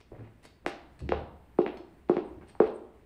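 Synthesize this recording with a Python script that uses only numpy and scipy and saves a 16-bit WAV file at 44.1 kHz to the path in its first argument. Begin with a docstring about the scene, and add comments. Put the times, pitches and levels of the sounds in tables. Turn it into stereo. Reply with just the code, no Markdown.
"""Footsteps at a steady pace on the wooden floor of a large showroom, a few metres ahead of the microphone.
Each heel and sole gives a click and a thud that falls in pitch, as bending waves in the boards carry the
treble fastest. Shoes scuff and the floor booms under the weight; a few faint bursts of high hiss come late.
Furniture and hall answer the steps, over quiet ventilation."""
import sys
import numpy as np
from scipy import signal
from scipy.fft import rfft, irfft
from scipy.io import wavfile

SR = 44100
rng = np.random.default_rng(int(sys.argv[2]) if len(sys.argv) > 2 else 0)


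def wav_out(sig):
    """Save sig, one row per channel (or a flat mono array), as 16-bit PCM at SR to the path in sys.argv[1]."""
    wavfile.write(sys.argv[1], SR, np.round(np.clip(np.atleast_2d(sig).T, -1, 1) * 32767).astype(np.int16))


N = 134505
FFT_SIZE = 3 * 2 ** 16
HZ = np.maximum(np.arange(FFT_SIZE // 2 + 1) * SR / FFT_SIZE, 1)
T = np.arange(N) / SR

# room tone of the ventilation: frequency_hz, level_db
VENTILATION_SPECTRUM = [(20, -8), (35, -17), (58, 5), (90, -6), (160, -5.5), (330, -12), (600, -20),
                        (1200, -26.5), (2000, -25), (4000, -38), (6500, -45), (9000, -40), (12000, -52.5),
                        (15000, -40.5)]
# decay of the hall (a band with a negative time swells instead): frequency_hz, t60_s
HALL_DECAY = [(70, -1.5), (170, 0.99), (400, 0.48), (1000, 0.76), (2800, 0.27), (7000, 0.8), (14000, -2.91)]
# colour of the reverberation: frequency_hz, level_db
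HALL_SPECTRUM = [(70, 8), (200, -3), (400, -4.5), (1000, -3.5), (2500, -4), (5000, -4.5), (12000, -9.5)]
# lingering modes of floor and hall: pitch_hz, level_db, t60_s
ROOM_MODES = [(171.9, -13.5, .5), (214.4, -9.5, .5), (359.4, -10, 0.49), (420.4, -3.5, 0.31),
              (446, -3, 0.29), (599, -8, 0.6), (725, -9.5, 0.29), (795, 1.5, 0.37)]
# reflections off the furniture: delay_s, level_db
FURNITURE_ECHOES = [(.0115, -15.5), (0.0171, -14), (0.0199, -17)]
# treble that the shoe shades from the microphone: frequency_hz, gain_db
SHOE_SHADE = [(2200, -1), (3200, -9), (4500, -9.5), (6500, -8.5), (9000, 0), (15000, -11)]
# stereo balance of the short paths: frequency_hz, left_minus_right_db
NEAR_BALANCE = [(80, -5), (200, -1.5), (350, -11.5), (500, -2.5), (1200, 1), (8000, -3)]
# the floor giving under the weight: start_s, pitch_hz, level_db, t60_s
FLOOR_BOOMS = [(0.183, 110.6, -36.5, 0.42), (1.003, 127, -36, 0.235), (1.016, 71.2, -31.5, .6),
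               (1.105, 76.2, -34, 0.75), (2.359, 77.4, -42.5, 0.37)]
# faint, thin bursts of narrow hiss near 8.5 kHz: start_s, length_s, level_db
HIGH_HISS_BURSTS = [(2.24, 0.057, -83), (2.477, 0.037, -71.5), (2.53, 0.18, -83.5), (2.735, 0.029, -69.5)]
# soles rubbing the boards: start_s, length_s, level_db, cutoff_hz
SHOE_SCUFFS = [(0.0, 0.01, -56.5, 6480), (0.113, 0.059, -51, 700), (0.146, 0.14, -60, 1900),
               (0.428, 0.037, -54.5, 15000), (0.641, 0.02, -54.5, 900), (.668, 0.033, -51, 14360),
               (0.989, 0.016, -53, 9000), (1.58, 0.047, -52.5, 3500), (1.767, .012, -51.5, 4580),
               (2.086, 0.069, -54, 3700), (2.409, .03, -54, 1704), (2.602, 0.074, -49.5, 2800),
               (2.47, 0.033, -60.5, 5880)]
# colour of a scuff: frequency_hz, level_db
SCUFF_SPECTRUM = [(100, 0), (350, -4), (700, -3.5), (1400, -9.5), (2400, -7), (3200, -6.5), (4400, -4.5),
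                  (6800, -15.5), (8700, -14), (11000, -19), (15000, -20.5)]
# colour of a shoe's click: frequency_hz, level_db
CLICK_SPECTRUM = [(60, -11), (250, -18.5), (700, 7.5), (1100, -3.5), (2000, -4.5), (2800, -5.5),
                  (4000, -8.5), (5600, -16.5), (7200, -23.5), (8800, -32), (15000, -40)]
# colour of the boards' thud: multiple_of_pitch, level_db
THUD_SPECTRUM = [(.1, -56.5), (.33, -24.5), (.5, -13), (.72, -9), (.92, -2), (1.07, 1), (1.3, -9),
                 (1.9, -14.5), (2.7, -19.5), (3.8, -28), (5.5, -56.5), (11.0, -66.5), (30.0, -79.5)]
# heels and soles landing: start_s, thud_db, thud_hz, click_db, click_hz, click_cutoff_hz, bass_lag_ms
FOOTFALLS = [(0.1175, -39, 372, -70, 1500, 3020, 2.12), (0.6632, -24, 312, -13, 1730, 15500, 1.08),
             (1.0912, -24.5, 324, -19, 2500, 7000, 1.9), (1.1207, -16, 466, -16.5, 1188, 3900, 1.41),
             (1.587, -10.5, 363.6, -30.5, 3050, 4200, 2.895), (1.6634, -25, 355, -18, 2446, 3200, 1.49),
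             (1.678, -37, 450, -30, 2130, 5500, 1.3), (2.0955, -11, 352, -28.5, 1230, 5000, 2.46),
             (2.1674, -18, 348.4, -25, 2005, 5000, 1.5), (2.179, -35, 540, -33, 1500, 3080, 0.2),
             (2.551, -40, 850, -79, 908, 1200, 1), (2.6012, -7, 417.7, -23, 1400, 3200, 3),
             (2.666, -30, 422, -35.5, 1960, 4640, 1.7), (3.013, -64, 420, -60, 2500, 4200, 0.5)]


def undb(db):
    """Decibels to gain."""
    return 10 ** (np.asarray(db) / 20)


def curve(points, at):
    """A table read along a log axis."""
    x, y = np.array(points).T
    return np.interp(np.log(at), np.log(x), y)


def bins(size):
    """Frequencies of a response of this many samples."""
    return np.maximum(np.arange(size // 2 + 1) * SR / size, 1)


def minimum_phase(gain):
    """The promptest response that has this gain."""
    cepstrum = irfft(np.log(gain))
    cepstrum[1:len(cepstrum) // 2] *= 2
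    cepstrum[len(cepstrum) // 2 + 1:] = 0
    return np.exp(rfft(cepstrum))


def delay(seconds):
    """Response of a delay."""
    return np.exp(-2j * np.pi * HZ * seconds)


def lowpass(cutoff_hz, at=HZ):
    """Gain of a roll-off of 18 dB an octave."""
    return 1 / np.sqrt(1 + (at / cutoff_hz) ** 6)


def decay(age, t60):
    """Envelope that falls 60 dB in t60 seconds."""
    return np.exp(-np.log(1000) * age / t60)


def noise(gain):
    """Coloured noise of unit level."""
    x = irfft(rfft(rng.standard_normal(FFT_SIZE)) * gain)[:N]
    return x / x.std()


def spread(mid, side):
    """Left and right from mid and side."""
    return np.array([mid + side, mid - side])


def pan(left_minus_right_db):
    """Left and right gains."""
    return undb(np.array([[0.5], [-0.5]]) * left_minus_right_db)


def ventilation(level_db=-59, waver_db=1):
    """Room tone: soft wavering rumble and hiss, the bass alike on both sides."""
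    mid = undb(curve(VENTILATION_SPECTRUM, HZ))
    side = mid * curve([(80, 0.13), (500, 0.95)], HZ)
    side_level = np.sqrt(np.sum(side ** 2) / np.sum(mid ** 2))
    air = spread(noise(mid), side_level * noise(side))
    return air * undb(level_db + waver_db * noise(lowpass(6)))


def hall(predelay_s=0.00067, build_s=0.0014, width=0.88, tail_db=-24.5, tail_t60_s=1.7):
    """Response of the far hall: bands of dense echoes, each at its own rate, with a faint long tail."""
    size = 49152
    f, t = bins(size), T[:size]
    centres = np.geomspace(60, 15360, 9)
    white = rfft(rng.standard_normal((2, size)))
    build = 1 - np.exp(-np.maximum(t - predelay_s, 0) / build_s)
    echoes = 0
    for hz, this_band in zip(centres, np.eye(len(centres))):
        band = irfft(white * np.interp(np.log(f), np.log(centres), this_band))
        early = build * decay(t, curve(HALL_DECAY, hz))
        tail = build * decay(t, tail_t60_s)
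        envelope = np.hypot(early / np.linalg.norm(early), undb(tail_db) * tail / np.linalg.norm(tail))
        echoes += band * envelope * undb(curve(HALL_SPECTRUM, hz))
    stereo = spread(echoes[0], width * echoes[1]) / np.hypot(1, width)
    return rfft(pan(-0.3) * stereo, FFT_SIZE)


def near_paths(echo_cutoff_hz=1530, mode_feed_per_s=83, right_lag_s=0.00002):
    """Short paths to the microphone: shaded direct sound, dull furniture echoes and lingering modes."""
    t = T[:SR]
    direct = undb(curve(SHOE_SHADE, HZ))
    furniture = lowpass(echo_cutoff_hz) * sum(undb(db) * delay(lag) for lag, db in FURNITURE_ECHOES)
    modes = sum(undb(db) * np.cos(2 * np.pi * hz * t) * decay(t, t60) for hz, db, t60 in ROOM_MODES)
    paths = direct + furniture + rfft(modes, FFT_SIZE) * mode_feed_per_s / SR
    left, right = paths * pan(curve(NEAR_BALANCE, HZ))
    lag_rad = lowpass(1100) * (1 - lowpass(440))  # the right side lags further in the low mids
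    return np.array([left, right * delay(right_lag_s) * np.exp(-1j * lag_rad)])


def floor_booms(attack_s=0.013, rumble_gain=0.47):
    """The whole floor swells under the weight: a low tone with some rumble about it."""
    booms = 0
    for start, hz, db, t60 in FLOOR_BOOMS:
        age = np.maximum(T - start, 0)
        swell = (1 - np.exp(-age / attack_s)) * decay(age, t60)
        rumble = rumble_gain * noise(lowpass(3 * hz) * (1 - lowpass(hz)))
        booms += undb(db) * swell * (np.sin(2 * np.pi * hz * age) + rumble)
    return booms


def burst(start, length, attack_s=0.0046, release_s=0.0033):
    """Envelope of a short burst: attack, hold, release."""
    return np.clip((T - start) / attack_s, 0, 1) * np.exp(-np.maximum(T - start - length, 0) / release_s)


def scuffs_and_hiss(hiss_hz=8500, half_width_hz=410, grain_db=4.5):
    """Grainy scuffs of soles rubbing on wood, and faint, thin bursts of narrow hiss."""
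    scuff_colour = undb(curve(SCUFF_SPECTRUM, HZ))
    soles = sum(undb(db) * burst(start, length) * noise(scuff_colour * lowpass(cutoff_hz))
                for start, length, db, cutoff_hz in SHOE_SCUFFS)
    narrow_band = noise(1 / (1 + ((HZ - hiss_hz) / half_width_hz) ** 2))
    hiss = narrow_band * sum(undb(db) * burst(start, length) for start, length, db in HIGH_HISS_BURSTS)
    return (soles + hiss) * undb(grain_db * noise(lowpass(200)))


def dispersed_pulse(gain, lag_s, f):
    """A pulse of unit peak in which each frequency arrives with its own lag."""
    phase = 2 * np.pi * np.cumsum(lag_s) * f[1]
    pulse = irfft(minimum_phase(gain) * np.exp(-1j * phase))
    return pulse[:len(f)] / np.abs(pulse).max()


def footfall(start, thud_db, thud_hz, click_db, click_hz, click_cutoff_hz, bass_lag_ms):
    """Heel or sole lands: a briefly ringing click, and a thud whose bass comes late through the boards."""
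    f = bins(4096)
    # bending waves travel at a speed that grows with the root of frequency
    slowness = np.sqrt(thud_hz / np.maximum(f, thud_hz / 2))
    bending_lag_s = bass_lag_ms / 1000 * slowness * lowpass(2 * thud_hz, f)
    thud = dispersed_pulse(undb(curve(THUD_SPECTRUM, f / thud_hz)), bending_lag_s, f)
    ring_db = 5.5 * np.exp(-(np.log2(f / click_hz) / 0.75) ** 2)  # broad resonance at the click's pitch
    click_colour = undb(curve(CLICK_SPECTRUM, f) + ring_db) * lowpass(click_cutoff_hz, f)
    click = dispersed_pulse(click_colour, lag_s=0.00052 * lowpass(click_hz, f), f=f)
    sound = undb(thud_db) * thud + undb(click_db) * click
    return np.pad(sound, (int(start * SR), N))[:N]


def scene():
    """The walker a few metres off; one set of hall echoes fades into another along the way."""
    steps = sum(footfall(*row) for row in FOOTFALLS) + scuffs_and_hiss()
    angle = np.pi * T / T[-1]
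    far = sum(rfft(steps * share, FFT_SIZE) * hall() for share in (np.cos(angle), np.sin(angle)))
    near = rfft(steps, FFT_SIZE) * near_paths()
    return irfft(near + far)[:, :N] + floor_booms() * pan(-3) + ventilation()


def record(dry, cutoff_hz=15400):
    """The recorder cuts the top treble steeply."""
    return signal.sosfilt(signal.ellip(8, 0.2, 70, cutoff_hz, fs=SR, output="sos"), dry)


dry = scene()
out = record(dry)
wav_out(out)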